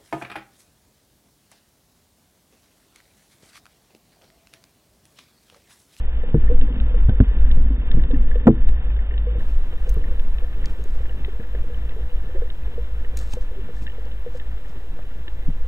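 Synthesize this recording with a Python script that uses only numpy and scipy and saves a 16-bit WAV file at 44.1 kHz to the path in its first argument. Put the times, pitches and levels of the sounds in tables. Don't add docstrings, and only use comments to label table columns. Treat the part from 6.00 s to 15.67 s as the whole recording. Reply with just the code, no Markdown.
import sys
import numpy as np
from scipy import signal
from scipy.fft import rfft, irfft, next_fast_len
from scipy.io import wavfile
from scipy.ndimage import uniform_filter1d

SR = 44100
rng = np.random.default_rng(int(sys.argv[2]) if len(sys.argv) > 2 else 0)


def materialize(psi):
    bounded = np.clip(np.atleast_2d(psi).T, -1, 1)
    quanta = np.round(bounded * 32767).astype(np.int16)
    wavfile.write(sys.argv[1], SR, quanta)


def level_to_linear(level):
    exponent = np.asarray(level, float) / 20
    return 10 ** exponent


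N = 426447


def rms_one(x):
    return x / np.sqrt(np.mean(x ** 2) + 1e-20)


def in_time(rows):
    s, *columns = np.transpose(rows)
    return [np.interp(np.arange(N) / SR, s, c) for c in columns]


def coloured(x, spectrum):
    size = next_fast_len(N)
    hz, db = np.transpose(spectrum)
    bin_hz = np.fft.rfftfreq(size, 1 / SR) + 1e-3
    shape_db = np.interp(np.log(bin_hz), np.log(hz), db, left=-120, right=-120)
    return rms_one(irfft(rfft(x, size) * level_to_linear(shape_db), size)[:N])


def drift(rate_hz):
    r = np.exp(-80 * np.pi * rate_hz / SR)
    white = rng.standard_normal(N // 40 + 2002)
    slow = signal.lfilter([1], [1, -2 * r, r * r], white)[2000:]
    return np.interp(np.arange(N) / 40, np.arange(len(slow)), rms_one(slow))


def evened(x, span_s):
    size = int(span_s * SR)
    power = uniform_filter1d(uniform_filter1d(x ** 2, size), size)
    return rms_one(x / np.sqrt(power + 0.23))


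def swell(start_s, hold_s, db, rise_s, fall_s):
    t = np.arange(N) / SR - start_s
    rise_db = 20 * np.minimum(t / max(rise_s, .001), 0)
    fall_db = 20 * np.maximum(t - hold_s, 0) / max(fall_s, .001)
    return level_to_linear(db + rise_db - fall_db)


def ring(clicks, hz, t60_s):
    r = level_to_linear(-60 / (t60_s * SR))
    w = 2 * np.pi * hz / SR
    return signal.lfilter([0, np.sin(w)], [1, -2 * r * np.cos(w), r * r], clicks + 1e-18)


def add(out, s, hz, t60_s, rise_s, db):
    i = round(s * SR)
    t = np.arange(min(int(t60_s * SR) + 1, N - i)) / SR
    envelope = level_to_linear(db - 60 * t / t60_s) * (1 - np.exp(-t / rise_s))
    out[i:i + len(t)] += envelope * np.sin(2 * np.pi * hz * t)


# (frequency [Hz], density [dB per Hz])
FAINT_FLOOR_SPECTRUM = [(3500, -21), (4000, 11.5), (5000, -12), (9000, -3), (16000, -3), (17000, -45)]
FAINT_FLOOR_DB = -91.5
# (frequency [Hz], rms level [dB])
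CLOCK_LINES = [(7801, -90), (11700, -95), (15600, -96)]
# (time [s], frequency [Hz], t60 [s], level [dB])
PINGS = [
    (2.4712, 7400, .006, -37),
    (2.471, 9500, 0.0053, -43),
    (2.4715, 5300, 0.0054, -44),
    (2.4745, 8050, .008, -51),
    (2.4745, 6000, .006, -52),
    (2.48, 6400, 0.014, -49),
    (2.48, 8400, .01, -55),
    (1.203, 6500, .003, -55),
    (1.212, 7500, .004, -64),
]


def faint_highs(shell):
    t = np.arange(N) / SR
    rumble = rms_one(shell)
    out = sum(level_to_linear(db + 1.5) * rumble * np.sin(2 * np.pi * hz * t) for hz, db in CLOCK_LINES)
    for s, hz, t60_s, db in PINGS:
        add(out, s, hz, t60_s, .0004, db)
    patchy = rng.standard_normal(N) * (0.3 + np.abs(rumble))
    return out + level_to_linear(FAINT_FLOOR_DB) * coloured(patchy, FAINT_FLOOR_SPECTRUM)


OPENS_S, HISS_DB = 3.385, -61
OFFSETS = [.0925, .0803]
# (frequency [Hz], density [dB per Hz])
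HISS_SPECTRUM = [(60, -14), (200, 13.5), (1000, 9.5), (3000, 0.5), (4500, -0.5), (8000, -3), (11500, -4.5),
                 (15000, -4), (16000, -8), (17000, -36.5)]
# (frequency [Hz], rms level [dB])
WHINE_LINES = [(3899, -73.5), (14999, -77), (15099, -88)]
# (frequency [Hz], density [dB per Hz])
RUSTLE_SPECTRUM = [(880, -40), (1500, -3), (1870, -6.5), (1980, -13), (2690, -5), (2940, -17), (3730, -3.5),
                   (8240, -7), (9850, -16.5), (14800, -18), (16000, -23)]
# (peak time [s], level [dB], rise [s per 20 dB], fall [s per 20 dB])
RUSTLE_STROKES = [(3.5, -65.5, .12, .14), (3.9, -61.5, 0.13, .15), (4.66, -65.5, .03, 0.074),
                  (4.84, -67.5, .3, 0.27), (7.174, -46, .005, .06), (7.225, -54.5, 0.074, .08),
                  (7.335, -45, 0.056, 0.017), (7.35, -61, 0.018, 0.083), (7.41, -59, .012, 0.052),
                  (7.77, -60.5, 0.06, .03), (7.83, -57.5, .06, .05), (8.374, -58, 0.073, .022),
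                  (8.7, -63.5, .05, .06), (4.71, -65.5, .05, .06), (4.95, -65.5, .05, .08)]
# (time [s], peak level [dB], centre [Hz], relative top level [dB])
DRY_CLICKS = [(3.8931, -25.5, 6230, -17), (3.8977, -27, 14800, -20.5), (3.898, -37, 8560, -3.5),
              (3.9425, -38, 9040, -3), (4.6579, -22.5, 4780, -23.5), (4.84, -34, 6800, -10.5),
              (4.907, -42.5, 4950, -18), (5.0233, -48, 5500, -20), (7.1707, -30, 5840, -20),
              (7.1725, -18.5, 6800, -16), (7.1747, -31, 4200, -6), (7.19, -26, 6730, -38),
              (7.3096, -38.5, 6000, -19.5), (7.3375, -25, 6450, -17), (7.7805, -50.5, 4150, -17.5),
              (7.8234, -45, 5000, -20), (7.9961, -48, 5000, -21), (8.0546, -42, 4400, -16),
              (8.374, -51, 4030, -12), (8.6946, -45, 5250, -23)]


def open_microphone():
    t = np.arange(N) / SR
    white = rng.standard_normal((3, N))
    waver_rad = 0.7 * drift(3.0)
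    mid = level_to_linear(HISS_DB) * coloured(white[0], HISS_SPECTRUM)
    for hz, db in WHINE_LINES:
        mid += np.sqrt(2) * level_to_linear(db) * np.sin(2 * np.pi * hz * t + waver_rad)
    strokes = sum(swell(s, 0, db, rise_s, fall_s) for s, db, rise_s, fall_s in RUSTLE_STROKES)
    grains = white[1] * level_to_linear(2.8 * drift(200.0))
    mid += strokes * coloured(grains, RUSTLE_SPECTRUM)
    for s, db, hz, top_db in DRY_CLICKS:
        add(mid, s, hz, .004, .0002, db + 0.5)
        add(mid, s + 0.0017, hz * 1.5, .004, .0002, db - 13.5)
        add(mid, s, min(hz * 1.27, 15500), .004, .0002, db - 8.5)
        add(mid, s, hz * .72, .004, .0002, db - 9.5)
        add(mid, s, hz * .86, .003, .0002, db - 5.5)
        add(mid, s, min(hz * 1.13, 15600), .003, .0002, db - 5.5)
        add(mid, s, hz * 0.63, .004, .0002, db - 18.0)
        add(mid, s, 2400.0, .005, .0002, db - 11.0)
        add(mid, s, 11500.0, .004, .0001, db + top_db)
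        add(mid, s, 14200.0, .004, .0001, db + top_db - 0.5)
    side = level_to_linear(HISS_DB - 11) * coloured(white[2], HISS_SPECTRUM)
    stereo = mid * level_to_linear(np.array([[.3], [-.3]])) + side * [[1], [-1]]
    settle = np.sin(np.pi / 2 * np.clip((t - OPENS_S) / .045, 0, 1)) ** 2
    return stereo * (t > OPENS_S) + np.c_[OFFSETS] * settle


SLOWING_DB_PER_S, EFFORT_LIFTS = 0.41, 0.071
# (time [s], level [dB])
EFFORT = [(0, -22.5), (.28, -27.5), (.4, -17.5), (.65, -20.5), (1.05, -15), (1.6, -18.5), (2.8, -20.5),
          (3.5, -22.5), (3.65, -31.5), (3.94, -17.5), (4.08, -26), (5.3, -28), (7.4, -28.5), (7.65, -32),
          (8.4, -32), (8.57, -26.5), (8.72, -37.5), (9.67, -29.5)]


def speed_db():
    effort_db, = in_time(EFFORT)
    return -SLOWING_DB_PER_S * np.arange(N) / SR + EFFORT_LIFTS * (effort_db - effort_db.mean())


WASH_DB, RUB_DB, CALM_DB = -45, -39.5, -24
RUB_FOLLOWS, CALM_FOLLOWS = 1.45, 3
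# (frequency [Hz], density [dB per Hz])
SWAY_SPECTRUM = [(3, -29.5), (5.5, -13), (9.4, -7), (13.5, 2.5), (17.5, -6.5), (22, -13), (30, -20),
                 (40, -35.5)]
SHAKE_SPECTRUM = [(22, -28.5), (30, -6), (37, -8), (45, -5.5), (53, 2), (58, -6), (63, -13), (70, -22),
                  (90, -28), (120, -55)]
RUB_SPECTRUM = [(41, -29.5), (70, -7.5), (84, -4.5), (102, -7), (113, -8), (359, -18), (488, -39.5),
                (553, -41.5), (600, -45.5), (780, -63.5), (1320, -120)]
WASH_SPECTRUM = [(210, -41), (350, -14), (489, -6), (617, -12), (1200, -16), (1800, -15.5), (2290, -19),
                 (3030, -17.5), (3500, -17), (3740, -16.5), (3960, -64.5), (4470, -24.5), (5000, -54.5),
                 (6500, -99), (11000, -120)]
# (time [s], peak level [dB], half length [s])
SURGES = [(.15, -16.5, 0.23), (0.53, -6.5, 0.21), (0.979, -16, 0.3), (1.523, -4.5, 0.2),
          (1.98, -13.5, 0.22), (2.186, -7, 0.25), (2.684, -6.5, 0.14), (2.98, -17, 0.26),
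          (3.527, -9.5, 0.16), (3.948, -19.5, 0.27), (4.266, -15, 0.43), (4.546, -18.5, 0.17),
          (4.96, -18, 0.3), (5.672, -21, 0.15), (5.9, -26, 0.22), (6.147, -18, 0.12), (6.395, -15, 0.11),
          (6.678, -16.5, 0.078), (7.084, -16, 0.14), (7.414, -15.5, 0.13), (8.257, -27, 0.28),
          (8.97, -22, 0.25), (9.613, -14.5, 0.35)]


def flow():
    t, speed = np.arange(N) / SR, speed_db()
    surging = level_to_linear(CALM_DB + CALM_FOLLOWS * speed)
    for s, db, half_s in SURGES:
        surging += level_to_linear(db - 2.5) * np.exp(-2.6 * ((t - s) / half_s) ** 2)
    effort_db, = in_time(EFFORT)
    white = rng.standard_normal((4, N))
    lumps = drift(7.6)
    rub = white[2] * level_to_linear(2.7 * lumps)
    wash = white[3] * level_to_linear(0.47 * lumps + 1.2 * drift(40.0))
    out = surging * evened(coloured(white[0], SWAY_SPECTRUM), span_s=0.45)
    out += level_to_linear(effort_db + 1.5) * evened(coloured(white[1], SHAKE_SPECTRUM), span_s=0.25)
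    out += level_to_linear(RUB_DB + RUB_FOLLOWS * speed) * coloured(rub, RUB_SPECTRUM)
    return out + level_to_linear(WASH_DB + speed) * coloured(wash, WASH_SPECTRUM)


# (frequency [Hz], rms level [dB], t60 [s], rate [impacts per s])
SHELL_MODES = [(490, -54.5, 0.18, 120), (423, -57.5, 0.062, 65), (1780, -59.5, 0.028, 260),
               (1670, -68.5, .02, 100), (2940, -64.5, .012, 45)]


def ticking():
    out, busy = 0, level_to_linear(3.0 * drift(2.4))
    for hz, db, t60_s, per_s in SHELL_MODES:
        impacts = (rng.random(N) < per_s * busy / SR) * rng.choice([-1, 1], N)
        strength = level_to_linear(4.7 * np.minimum(rng.exponential(1, N), 4))
        out = out + level_to_linear(db) * rms_one(ring(impacts * strength, hz, t60_s))
    return out


# (time [s], peak level [dB], frequency [Hz])
GURGLES = [(.446, -42, 238), (.488, -28, 235), (.518, -25, 270), (.53, -27, 225), (.606, -30, 250),
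           (0.629, -28, 235), (.635, -31.5, 310), (.701, -23.5, 245), (0.761, -29, 250), (.788, -27, 215),
           (.795, -33, 290), (.82, -31.5, 245), (1.47, -33, 235), (1.493, -35, 235), (1.6, -28, 250),
           (1.655, -28, 215), (1.761, -37, 225), (1.789, -39, 240)]
# (time [s], peak level [dB], frequency [Hz], t60 [s])
THUDS = [
    (1.0872, -10.5, 81.7, 0.053),
    (1.2041, -4, 85.5, .045),
    (1.2042, -16.5, 253.6, 0.092),
    (1.573, -22, 141, .05),
    (9.48, -25, 106.4, 0.076),
    (9.482, -30.5, 171, 0.085),
    (9.484, -32.5, 244, 0.058),
]


def gurgles():
    out = np.zeros(N)
    for s, db, hz in GURGLES:
        add(out, s, hz, .1, .006, db + 6.5)
    for s, db, hz, t60_s in THUDS:
        add(out, s, hz, t60_s, .003, db + 12.0)
    return out


# (time [s], peak level [dB], frequency [Hz])
LIGHT_TAPS = [(0.286, -31.5, 510), (0.615, -29, 482), (0.683, -29, 485), (0.759, -38.5, 510),
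              (0.872, -34.5, 514), (0.905, -33, 495), (1.129, -30.5, 496), (1.585, -40.5, 480),
              (3.114, -34.5, 400), (4.125, -40, 493), (4.587, -39.5, 405), (4.791, -33.5, 432),
              (4.849, -33.5, 407), (5.002, -34, 492), (5.093, -37, 490), (5.329, -39, 452),
              (5.638, -32.5, 473), (5.983, -39, 385), (5.999, -34, 491), (6.238, -36, 420),
              (6.291, -34, 510), (6.377, -31, 495), (6.454, -35, 494), (6.674, -39, 460),
              (7.136, -34.5, 501), (7.511, -35.5, 484), (7.582, -30.5, 392), (8.059, -36, 506),
              (8.113, -42, 510)]
# (time [s], peak level [dB], frequency [Hz])
LIGHT_TICKS = [(0.613, -41, 1760), (1.4475, -36.5, 1620), (2.6878, -36.5, 1810), (2.8185, -45, 1860),
               (2.9647, -42, 1660), (3.1382, -40, 1810), (3.1764, -45.5, 1800), (4.195, -43.5, 1650),
               (4.3824, -39, 1760), (5.0948, -47, 1610), (5.109, -40, 1750), (5.1267, -44, 1670),
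               (5.3303, -43, 1760), (5.3996, -40, 1700), (5.591, -44, 1810), (5.8915, -44, 1610),
               (5.9075, -42, 1970), (6.2864, -47, 1800), (6.422, -40, 1680), (6.4742, -42, 1880),
               (6.5001, -50, 1710), (7.6694, -55, 1760), (7.7672, -42, 1770), (7.7894, -47, 1730),
               (7.877, -31, 1830), (7.8984, -42, 1840), (8.275, -43, 1780), (8.4127, -40, 1760),
               (8.6477, -42, 1850), (8.7999, -48, 1930)]
# (time [s], peak level [dB], frequency [Hz])
LIGHT_SNAPS = [(0.6314, -44, 2670), (0.7567, -48, 2680), (0.8969, -49, 2560), (1.8148, -46, 2680),
               (2.142, -43, 2710), (2.9013, -47, 2500), (3.1078, -48, 2830), (3.14, -41, 2960),
               (4.343, -46, 2580), (5.094, -41, 2900), (5.744, -41, 3040), (6.6348, -48, 2580),
               (6.7044, -56, 2530), (7.0469, -46, 2940), (7.8111, -53, 2550), (7.8226, -47, 2540),
               (7.876, -40, 2750), (7.8974, -41, 2990), (7.9189, -46, 3020), (9.026, -49, 2540)]


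def light_taps():
    out = np.zeros(N)
    for s, db, hz in LIGHT_TAPS:
        add(out, s, hz, .07, .003, db + 2.5)
        add(out, s + .004, hz * .88, .04, .003, db - 1.0)
    for s, db, hz in LIGHT_TICKS:
        add(out, s, hz, .024, .001, db + 6.0)
        add(out, s, hz * 1.12, .012, .001, db - 2.0)
    for s, db, hz in LIGHT_SNAPS:
        add(out, s, hz, .016, .0005, db + 9.5)
        add(out, s, hz, .009, .0004, db + 0.5)
        add(out, s, hz * 0.77, .009, .0004, db + 4.5)
    return out


# (time [s], peak level [dB], frequency [Hz], t60 [s])
TAPS = [(0.235, -24.5, 490, 0.045), (0.346, -19, 347, 0.07), (0.497, -24, 466.5, 0.12),
        (0.512, -23, 490, 0.12), (0.942, -29, 493, 0.079), (1.704, -23.5, 263, 0.081),
        (2.133, -17.5, 271.5, 0.1), (2.104, -28, 485, 0.084), (2.356, -21, 480, 0.053),
        (2.475, -17, 501, 0.088), (3.268, -28.5, 487, 0.13), (3.353, -33, 481.5, 0.12),
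        (3.874, -35, 490, 0.067), (3.966, -32.5, 428, 0.086), (4.421, -35.5, 499, 0.068),
        (5.28, -30, 396, 0.052), (5.399, -37.5, 480, 0.071), (5.548, -24.5, 480, 0.025),
        (5.697, -36.5, 483, 0.15), (5.963, -34, 443, 0.058), (6.347, -30, 372, 0.073),
        (6.355, -32.5, 545, 0.081), (6.419, -25, 473, 0.067), (6.778, -25.5, 472, 0.065),
        (7.369, -26, 495, 0.063), (7.564, -38.5, 390, 0.076), (7.689, -33.5, 482, 0.049),
        (7.981, -31, 465, 0.047), (8.262, -27, 482, 0.088), (8.348, -29, 503, 0.055),
        (9.281, -33, 334, 0.034)]
# (time [s], peak level [dB], frequency [Hz], relative lower crack [dB])
TICKS = [(0.3436, -35, 1510, -10.5), (0.4783, -34.5, 1810, -12.5), (0.802, -38.5, 1550, -15),
         (0.9426, -40, 1440, -5), (1.093, -28, 1540, 0.5), (1.2023, -23.5, 1470, -9),
         (1.503, -38, 1810, -9), (1.9137, -31.5, 1780, -24), (1.995, -32.5, 1770, -14),
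         (2.0374, -37, 1810, -5), (2.114, -38, 1680, -9.5), (2.144, -33, 1800, -24),
         (2.314, -28, 1735, -25), (2.356, -35.5, 1800, -6), (2.47, -36, 1555, -11),
         (2.9035, -42, 1800, -13), (2.9896, -35.5, 1860, -6), (3.109, -35, 1850, -29.5),
         (4.04, -32, 1830, -16), (4.643, -30.5, 1800, -13), (5.055, -36.5, 1740, -11),
         (5.245, -32, 2010, 7), (5.438, -37.5, 1700, -10), (5.55, -33, 1770, -17), (6.357, -42, 1790, -7),
         (7.0474, -35.5, 1840, -17), (7.865, -33, 1730, -17), (8.398, -36, 1840, -15),
         (8.989, -43, 1550, 9), (9.279, -33, 1780, -4)]
# (time [s], peak level [dB], frequency [Hz])
SNAPS = [(0.6111, -34.5, 2730), (0.7993, -34, 2660), (1.0927, -32, 3200), (1.2004, -35.5, 2720),
         (1.512, -28, 3100), (1.913, -27.5, 3160), (2.0353, -37, 2900), (2.11, -36, 2710),
         (2.3127, -45, 2940), (2.3553, -43, 2620), (2.47, -38, 2780), (2.6868, -35, 2670),
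         (2.964, -43, 2900), (3.1772, -35.5, 2720), (4.1945, -34.5, 2700), (4.383, -36, 2620),
         (4.6424, -47, 2600), (4.6589, -42, 2800), (5.2463, -32.5, 2640), (5.549, -46, 2250),
         (5.891, -37, 2600), (6.5, -34, 2950), (7.168, -45, 3000), (7.333, -33, 2550), (7.866, -34, 3000),
         (8.1155, -42, 2900), (8.3972, -37, 2620), (9.2789, -35.5, 2920)]


def taps():
    out = np.zeros(N)
    for s, db, hz, t60_s in TAPS:
        add(out, s, hz, max(t60_s, .02), .003, db + 7.0)
        add(out, s, hz * 1.17, .04, .002, db - 6.5)
        add(out, s + 0.007, hz * .86, .045, .003, db - 8.0)
    for s, db, hz, lower_db in TICKS:
        add(out, s, hz, .026, .001, db + 4.5)
        add(out, s, hz * 1.1, .015, .001, db + 2.5)
        for crack_hz in [850, 1100, 1350]:
            add(out, s, crack_hz, .012, .0006, db + lower_db - 9.0)
    luck = rng.standard_normal((len(SNAPS), 7))
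    for (s, db, hz), row in zip(SNAPS, luck):
        add(out, s, hz, .016, .0005, db + 2.0)
        for k, crack_hz in enumerate(np.geomspace(1700, 3800, num=7)):
            add(out, s + 0.00036 * k, crack_hz, .01, .0003, db - 5.0 + 1.8 * k + 1.5 * row[k])
    return out


# (frequency [Hz], level [dB], t60 [s])
BARREL_MODES = [(121.6, -1, 0.19), (147, 0, 0.27), (208.4, 1, 0.2), (238.7, 3.5, 0.2), (317, -11, 0.26),
                (450, -6.5, 0.16), (172, -2, 0.11), (273, -7, 0.077), (385.7, -13, 0.082)]
# (start [s], length [s], level [dB])
CHAFES = [
    (0.5, 0.28, -37),
    (.97, .1, -47.5),
    (1.5, 0.3, -38.5),
    (2.043, 0.17, -35.5),
    (2.551, 0.035, -34.5),
]


def chafe():
    grit = rng.standard_normal(N) * level_to_linear(2 * drift(18))
    rung = sum(level_to_linear(2.0 * db) * ring(grit, hz, 0.52 * t60_s) for hz, db, t60_s in BARREL_MODES)
    strokes = sum(swell(s, hold_s, db, rise_s=0.37, fall_s=0.18) for s, hold_s, db in CHAFES)
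    return strokes * evened(rung, span_s=0.059)


SOFT_RING, RING_PER_DB = .44, .009
HARD_CRACK_DB, SLAM_ABOVE_DB = -30, -12
# (time [s], peak level [dB], then relative low modes, upper modes, crack [dB])
KNOCKS = [(.344, -8, -1.5, 2.5, -28), (1.085, -21.5, 1, -6, -19), (1.093, -22, 0, -7, -15.5),
          (1.202, -4.5, -9, -13.5, -31), (1.58, -33.5, 7, -11, -26.5), (1.706, -35, -7, -4, -16),
          (1.944, -20.5, 7, -4, -22.5), (1.972, -16, -5, -5.5, -28.5), (2.133, -28.5, -9.5, -10, -14.5),
          (2.457, -17.5, -12, 0, -36), (2.470, 0, -12.5, 3.5, -4), (2.687, -36, 2.5, 1.5, -11),
          (3.965, -28, 1.5, 1, -21), (4.08, -32.5, -23, 3.5, -10.5), (5.395, -32.5, 2, 0, -22),
          (7.336, -34, 3.5, -5, -7.5), (7.821, -36, 3, -13, -20), (8.9897, -52.5, 10, 3, 9.5),
          (9.482, -32, 12, -16, -29)]
# (frequency [Hz], level [dB], t60 [s])
SLAM_MODES = [(121.5, -9, 0.23), (152, -8, .15), (171.6, -12, 0.1), (211.8, 0.5, .12), (239, 0.5, .13),
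              (325.7, -2.5, .13), (371, -12, .1), (434, -7, .12), (490, -7.5, .09), (554, -16.5, 0.064),
              (640, -12.5, .05), (766, -10.5, .045), (882, -12, 0.0395), (226, -0.5, 0.041)]


def knocks():
    out = np.zeros(N)
    luck = rng.standard_normal((len(KNOCKS), 24))
    for (s, db, low_db, upper_db, crack_db), row in zip(KNOCKS, luck):
        slam = db + crack_db > SLAM_ABOVE_DB
        if slam:
            for hz, mode_db, t60_s in SLAM_MODES:
                add(out, s, hz, t60_s, .002, db + mode_db + 3.0)
        else:
            share = SOFT_RING + RING_PER_DB * max(db + crack_db - HARD_CRACK_DB, 0)
            for (hz, mode_db, t60_s), z in zip(BARREL_MODES, row):
                place_db = low_db if hz < 180 else upper_db if hz > 290 else 0
                level_db = db + place_db + 0.41 * mode_db - 0.7 + 3.4 * z
                add(out, s, hz, t60_s * np.clip(share, .1, 2), .0025, level_db)
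        add(out, s, 110.0, .045, .003, db + low_db + 4.0)
        for hz, z in zip(np.geomspace(620, 3500, 12), row[12:]):
            if slam and hz < 1000:
                continue
            level_db = db + crack_db + 7.0 - 10.0 * np.log2(hz / 620) + 5.9 * z
            add(out, s, hz, 22.6 / hz, .0006, level_db)
    return out


HOUSING_CUT_HZ, LEFT_LAG_SAMPLES = 3900, 6
OVERLOAD_PEAK = .905


def scene():
    speed = speed_db()
    shell = flow() + chafe() + level_to_linear(1.5 * (speed - speed.mean())) * ticking()
    shell = shell - knocks() + gurgles() + taps() + light_taps()
    wall = signal.butter(9, HOUSING_CUT_HZ, fs=SR, output="sos")
    shell = signal.sosfilt(wall, shell, zi=signal.sosfilt_zi(wall) * shell[0])[0]
    shell = OVERLOAD_PEAK * shell / (1 + np.abs(shell / OVERLOAD_PEAK) ** 9) ** (1 / 9)
    smooth = signal.butter(4, 4600, fs=SR, output="sos")
    shell = .75 * signal.sosfiltfilt(smooth, shell) + .25 * shell
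    late = np.r_[np.full(LEFT_LAG_SAMPLES, shell[0]), shell[:-LEFT_LAG_SAMPLES]]
    own_wash = [level_to_linear(-62.5) * coloured(w, WASH_SPECTRUM) for w in rng.standard_normal((2, N))]
    housing = np.array([late * level_to_linear(.15), shell * level_to_linear(-.15)]) + own_wash
    return housing + faint_highs(shell) + open_microphone()


def band_limit(x):
    return signal.sosfilt(signal.butter(12, 15830, fs=SR, output="sos"), x)


def record(dry):
    return band_limit(dry)


dry = scene()
out = record(dry)
materialize(out)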